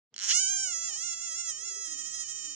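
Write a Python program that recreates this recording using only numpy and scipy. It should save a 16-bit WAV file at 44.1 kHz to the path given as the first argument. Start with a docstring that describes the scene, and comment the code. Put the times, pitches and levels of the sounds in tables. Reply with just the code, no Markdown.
"""A frog screams, cornered by a cat on stones at night, about a metre from a narrow-band stereo recorder.
Its larynx starts with single clicks, speeds up through a creak, breaks, and holds one long wavering wail
that rasps now and then. Throat and open mouth colour the voice, differently at each microphone.
The stones echo briefly; far off there is a low rumble and a few faint hooting tones."""
import sys
import numpy as np
from scipy import signal
from scipy.fft import rfft, irfft, next_fast_len
from scipy.io import wavfile
from scipy.ndimage import uniform_filter1d, map_coordinates

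SR = 44100
rng = np.random.default_rng(int(sys.argv[2]) if len(sys.argv) > 2 else 0)


def unload_wav(signal):
    """Save mono or channel-first audio to the path in sys.argv[1] as 16-bit WAV at rate SR, clipped to [-1, 1]."""
    wavfile.write(
        sys.argv[1],
        SR,
        np.round(np.clip(np.atleast_2d(signal).T, -1, 1) * 32767).astype(np.int16),
    )


N = 112454
RECORDER_HZ = 16000  # the recorder's sampling rate


def undb(db):
    """Decibels to gain."""
    return 10 ** (np.asarray(db) / 20)


def curve(rows):
    """Join (time_s, value) points by straight lines."""
    rows = np.array(rows, float)
    return np.interp(np.arange(N) / SR, rows[:, 0], rows[:, 1])


def unit(x):
    """Scale to rms 1."""
    return x / np.sqrt(np.mean(x ** 2))


def pan(db):
    """Left and right gains, the left louder by db."""
    return undb(np.array([[db], [-db]]) / 2)


def walk(hz):
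    """Smooth random drift of rms 1, up to about hz."""
    f = np.fft.rfftfreq(N, 1 / SR)
    return unit(irfft(rfft(rng.standard_normal(N)) * np.exp(-(f / hz) ** 2), N))


def colour(x, rows, column=1):
    """Minimum-phase filter through (freq_hz, gain_db) points."""
    size = 4096
    rows, f = np.array(rows, float), np.fft.rfftfreq(size, 1 / SR)
    gain_db = np.interp(np.log(f + 1), np.log(rows[:, 0]), rows[:, column])
    cepstrum = irfft(np.log(undb(gain_db)))
    cepstrum[1:size // 2] *= 2
    cepstrum[size // 2 + 1:] = 0
    return signal.fftconvolve(x, irfft(np.exp(rfft(cepstrum))))[:N]


def band(x, hz, width_hz):
    """Bell-shaped band around hz."""
    size = next_fast_len(N + N // 10)
    f = np.fft.rfftfreq(size, 1 / SR)
    return irfft(rfft(x, size) * np.exp(-((f - hz) / width_hz) ** 2), size)[:N]


def noise_band(hz, width_hz):
    """Noise of rms 1 around hz."""
    return unit(band(rng.standard_normal(N), hz, width_hz))


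def delay(x, seconds):
    """Delay, to a fraction of a sample."""
    return map_coordinates(x, [np.arange(N) - seconds * SR])


def night():
    """Low murk in the distance, and a deep rumble that swells towards the end."""
    # spectrum of the murk: freq_hz, gain_db
    murk_spectrum = [(20, -20.5), (80, -4), (430, -3), (600, -9.5), (2000, -20), (8000, -36.5)]
    # course of the murk: time_s, level_db
    murk_level = [(.1, -115), (.13, -76.5), (.3, -77), (.65, -67.5), (1.15, -68.5), (1.4, -75),
                  (2.2, -72.5), (2.55, -75)]
    # course of the rumble: time_s, level_db
    rumble_level = [(.1, -120), (.3, -98), (1.4, -91.5), (2.2, -72.5), (2.55, -82)]

    def layer():
        murk = unit(colour(rng.standard_normal(N), murk_spectrum))
        murk *= undb(curve(murk_level) + 2 * walk(hz=2.6))
        return murk + noise_band(hz=96, width_hz=94) * undb(curve(rumble_level))

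    mid, side = layer(), layer()
    return mid + undb(-6.5) * side * np.array([[1], [-1]])


def clicks():
    """Single snaps of the larynx; each rings the nearly closed throat with a short falling chirp."""
    # larynx snaps: start_s, relative_db, ring_hz
    snaps = [(.1418, -17, 3700), (.163, -7, 4900), (.18, -4, 5000), (.1901, -5, 4900), (.199, -6, 4700),
             (.207, -6, 4400)]
    ring_s, sag_hz_per_s = .0008, 330000
    t, out = np.arange(N) / SR, 0
    for start, db, hz in snaps:
        age = t - start
        snap = np.sinc(age * RECORDER_HZ) * (np.abs(age) < ring_s)
        since = np.maximum(age, 0)
        envelope = since / ring_s * np.exp(1 - since / ring_s)
        ring = envelope * np.sin(2 * np.pi * since * (hz - sag_hz_per_s * since / 2))
        out = out + undb(db) * (snap + undb(-12) * ring)
    return undb(-14.5) * out


def scream():
    """Larynx pulses with a puff of air in each cycle, speeding up from creak to wail."""
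    # opening creak: time_s, pulse_rate_hz, relative_db
    creak = [(0.2124, 174.8, -44.5), (0.233, 204.8, -40), (.268, 201.4, -37), (0.284, 246.4, -32.5),
             (0.292, 361, -30.5), (.3, 449, -32)]
    # melody of the wail: time_s, pitch_hz
    wail = [(0.31, 544.4), (0.32, 580), (0.33, 675), (0.35, 708), (.392, 733), (0.41, 777), (0.45, 758),
            (0.51, 797), (0.63, 779.6), (0.7, 713.4), (0.75, 653.4), (0.8, 671), (0.875, 674), (.915, 612),
            (0.945, 599), (0.98, 633.4), (1.05, 705), (1.13, 675), (1.2, 669), (1.24, 695), (1.32, 645.5),
            (1.4, 696.8), (1.49, 655), (1.53, 611.3), (1.57, 618.6), (1.67, 689.5), (1.74, 652.2),
            (1.83, 662.5), (1.89, 631.8), (2.04, 625.1), (2.2, 643.8), (2.26, 601.7), (2.29, 626.7),
            (2.55, 615.4)]
    # effort of the wail: time_s, relative_db
    effort = [(0.332, -30), (0.355, -23.5), (0.385, -24.5), (0.42, -29.5), (0.71, -35), (0.8, -39),
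              (0.9, -35), (0.92, -38), (1.03, -38), (1.08, -35), (1.15, -37.5), (1.19, -40.5), (1.33, -37),
              (1.36, -41), (1.41, -36), (1.43, -40), (1.5, -35), (1.54, -42), (1.7, -40), (2.14, -40),
              (2.21, -37), (2.24, -42), (2.47, -41), (2.55, -45)]
    # roughness of the voice: time_s, amount (0-1)
    roughness = [(.21, .6), (.275, .3), (.295, 1), (.33, .45), (.35, .08), (.82, .02), (.93, .2),
                 (1.02, .04)]
    # every other pulse comes early, adding tones between the harmonics: time_s, shift_cycles
    pulse_shift = [(.35, .0005), (.6, .0026), (.87, .0022), (1.05, .001), (1.115, .004), (1.18, .001),
                   (1.24, .006), (1.33, .0003), (1.46, .0025), (1.6, .0012)]
    quiver_start_s, quiver_hz, quiver_depth, quiver_db = 1.906, 13.3, .011, 1.6  # the voice tires
    split_full_hz, flicker_db, shimmer_db, voice_db = 4500, 1.3, .9, 6.5
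    t, creak, top_hz = np.arange(N) / SR, np.array(creak), RECORDER_HZ / 2
    rough = np.clip(curve(roughness), 0, 1)
    quiver = np.sin(2 * np.pi * quiver_hz * np.maximum(t - quiver_start_s, 0))
    flutter = .0025 * walk(hz=30)
    jitter = .04 * rough * walk(hz=440)
    pitch_hz = uniform_filter1d(curve(np.vstack([creak[:, :2], wail])), size=400)
    pitch_hz *= 1 + quiver_depth * quiver + flutter + jitter
    cycles = np.cumsum(pitch_hz) / SR
    cycles = np.maximum(cycles - np.interp(creak[0, 0], t, cycles), -.5)  # first pulse opens the creak
    phase = 2 * np.pi * cycles
    split = curve(pulse_shift) * (1 + .65 * walk(hz=35)) * np.cos(np.pi * cycles)
    pulses = 0
    for k in range(1, 46):
        upper = np.clip(2 * k * pitch_hz / split_full_hz - 1, 0, 1)  # only upper harmonics split
        flicker = undb(flicker_db * walk(hz=22)) if 5 < k < 13 else 1
        in_band = np.clip((top_hz - k * pitch_hz) / 200, 0, 1)
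        pulses += np.cos(k * (phase + 2 * np.pi * split * upper)) * flicker * in_band
    pulses *= np.sqrt(2 * pitch_hz / top_hz)  # same power at any pitch
    puffs = rough * undb(-16) * noise_band(hz=6270, width_hz=1200) * (1 + np.cos(phase))
    level_db = curve(np.vstack([creak[:, ::2], effort])) + voice_db
    level_db += quiver_db * quiver + shimmer_db * walk(hz=35)
    onset = np.clip(2 * cycles + 1, 0, 1)
    return (pulses + puffs) * undb(level_db) * onset


def mouth(voice):
    """Resonances of the throat and open mouth swell and fade as the frog screams."""
    # throat resonance, strongest as the voice breaks: time_s, lift_db
    throat = [(.21, 7.5), (.28, -2.5), (.312, 14.5), (.35, -1.5), (.62, -3.5), (.8, -2), (1.5, -2),
              (2.2, -1.5), (2.55, 0.5)]
    # lowest harmonics: time_s, lift_db
    body = [(.21, 6.5), (.31, 1), (.37, -5), (.62, 2), (.8, 3), (.94, -1.5), (1.2, 1), (1.7, 1),
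            (2.55, -1.5)]
    # shrill upper resonance of the mouth: time_s, lift_db
    shrill = [(.2, 6.5), (.24, 8.5), (.3, 2), (.45, -11.5), (.8, -2.5), (1.8, -0.5), (2.55, -1.5)]
    for lift, hz, width_hz in (throat, 3540, 1900), (body, 1115, 1115), (shrill, 5650, 220):
        voice = voice + (undb(curve(lift)) - 1) * band(voice, hz, width_hz)
    return voice


def microphones(voice):
    """The voice from a metre away: each microphone hears its own colour, the left a little later."""
    # mouth and stones as heard at the microphones: freq_hz, left_db, right_db
    response = [(100, -72, -97), (560, -29, -30), (825, -20, -30), (1329, -20.5, -11.5),
                (1560, -17.5, -10.5), (2020, -15.5, -11), (2530, -13.5, -17.5), (2690, -21.5, -6),
                (3092, -7.5, -3), (3413, -7, -17.5), (3750, -16, -12), (4404, -7, -7), (4746, -15, -6.5),
                (5520, 6, -1), (5500, -11.5, 3), (6440, -2.5, 6.5), (6806, -28.5, 7), (7160, 2.5, 2),
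                (8650, -22.5, -9)]
    left = delay(colour(voice, response, column=1), seconds=.00004)
    right = colour(voice, response, column=2)
    # the shrillest band reaches the left microphone by way of a stone
    bounced = delay(left, seconds=.0013)
    left = left + band(bounced - left, hz=6664, width_hz=1140)
    return np.array([left, right])


def rasps():
    """Short hissing breaks in the voice, mostly at the right microphone."""
    # hisses: peak_s, half_length_s, centre_hz, width_hz, level_db
    hisses = [(0.257, 0.041, 3720, 2270, -49.5), (1.876, 0.0062, 1900, 600, -62.5),
              (2.041, 0.0075, 6960, 700, -46), (2.115, 0.0071, 7700, 694, -47.5),
              (2.204, 0.0076, 7200, 696, -54), (2.292, 0.012, 6180, 594, -47)]
    t, out = np.arange(N) / SR, 0
    for peak, half_length, hz, width_hz, db in hisses:
        envelope = np.exp(-((t - peak) / half_length) ** 2 / 2)
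        out = out + undb(db) * envelope * noise_band(hz, width_hz)
    return out * pan(db=-14.5)


def stones(frog):
    """Short scattered echo from the stones and ground around the frog."""
    gap_s, t60_s = .002, .08
    age = np.arange(N // 8) / SR - gap_s
    tail = rng.standard_normal((2, len(age))) * np.exp(-np.log(1000) * age / t60_s) * (age > 0)
    tail /= np.sqrt(np.sum(tail ** 2, axis=1, keepdims=True))
    scattered = signal.fftconvolve(frog, tail, axes=1)[:, :N]
    # the nearest stone mirrors the voice, so each harmonic swells and dips as it glides
    mirrored = np.array([delay(side, seconds=.00195) for side in frog])
    return frog + undb(-23.5) * mirrored + undb(-15) * scattered


def hoots():
    """Faint gliding tones far off to the left, blurred by distance."""
    # distant hoots: start_s, length_s, first_hz, last_hz, level_db
    glides = [(0.63, 0.078, 549, 541, -72.5), (0.86, 0.12, 739, 867, -70), (1.562, 0.28, 427, 396, -69),
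              (1.83, 0.265, 325.6, 255.8, -68.5), (2.43, .16, 295.5, 287, -71.5)]
    t, out = np.arange(N) / SR, 0
    for start, length, first_hz, last_hz, db in glides:
        along = np.clip((t - start) / length, 0, 1)
        pitch_hz = first_hz + (last_hz - first_hz) * along
        tone = np.exp(2j * np.pi * np.cumsum(pitch_hz) / SR)
        blur = 1 + .99 * (walk(hz=27) + 1j * walk(hz=30))  # level and phase waver
        envelope = np.sqrt(2 * np.abs(np.sin(np.pi * along)))
        out = out + undb(db) * envelope * np.real(tone * blur)
    return out * pan(db=5.5)


def scene():
    """The frog close by among the stones, the night far behind it."""
    voice = mouth(clicks() + scream())
    frog = microphones(voice) + rasps()
    return stones(frog) + hoots() + night()


def record(dry):
    """The recorder keeps sound below half its sampling rate and leaks a mirror image above it."""
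    # leak of the mirror image: freq_hz, gain_db
    leak = [(8000, -5), (8500, -6.5), (9000, -15.5), (9500, -25), (10000, -44.5)]
    t, edge_hz, top_hz = np.arange(N) / SR, .49 * RECORDER_HZ, 9900
    kept = signal.sosfilt(signal.ellip(10, .2, 70, edge_hz, fs=SR, output="sos"), dry)
    analytic = signal.hilbert(kept, next_fast_len(2 * N))[:, :N]
    image = np.real(np.conj(analytic) * np.exp(2j * np.pi * RECORDER_HZ * t))  # f -> RECORDER_HZ - f
    heard = kept + np.array([colour(side, leak) for side in image])
    return signal.sosfilt(signal.ellip(10, .2, 80, top_hz, fs=SR, output="sos"), heard)


dry = scene()
out = record(dry)
unload_wav(out)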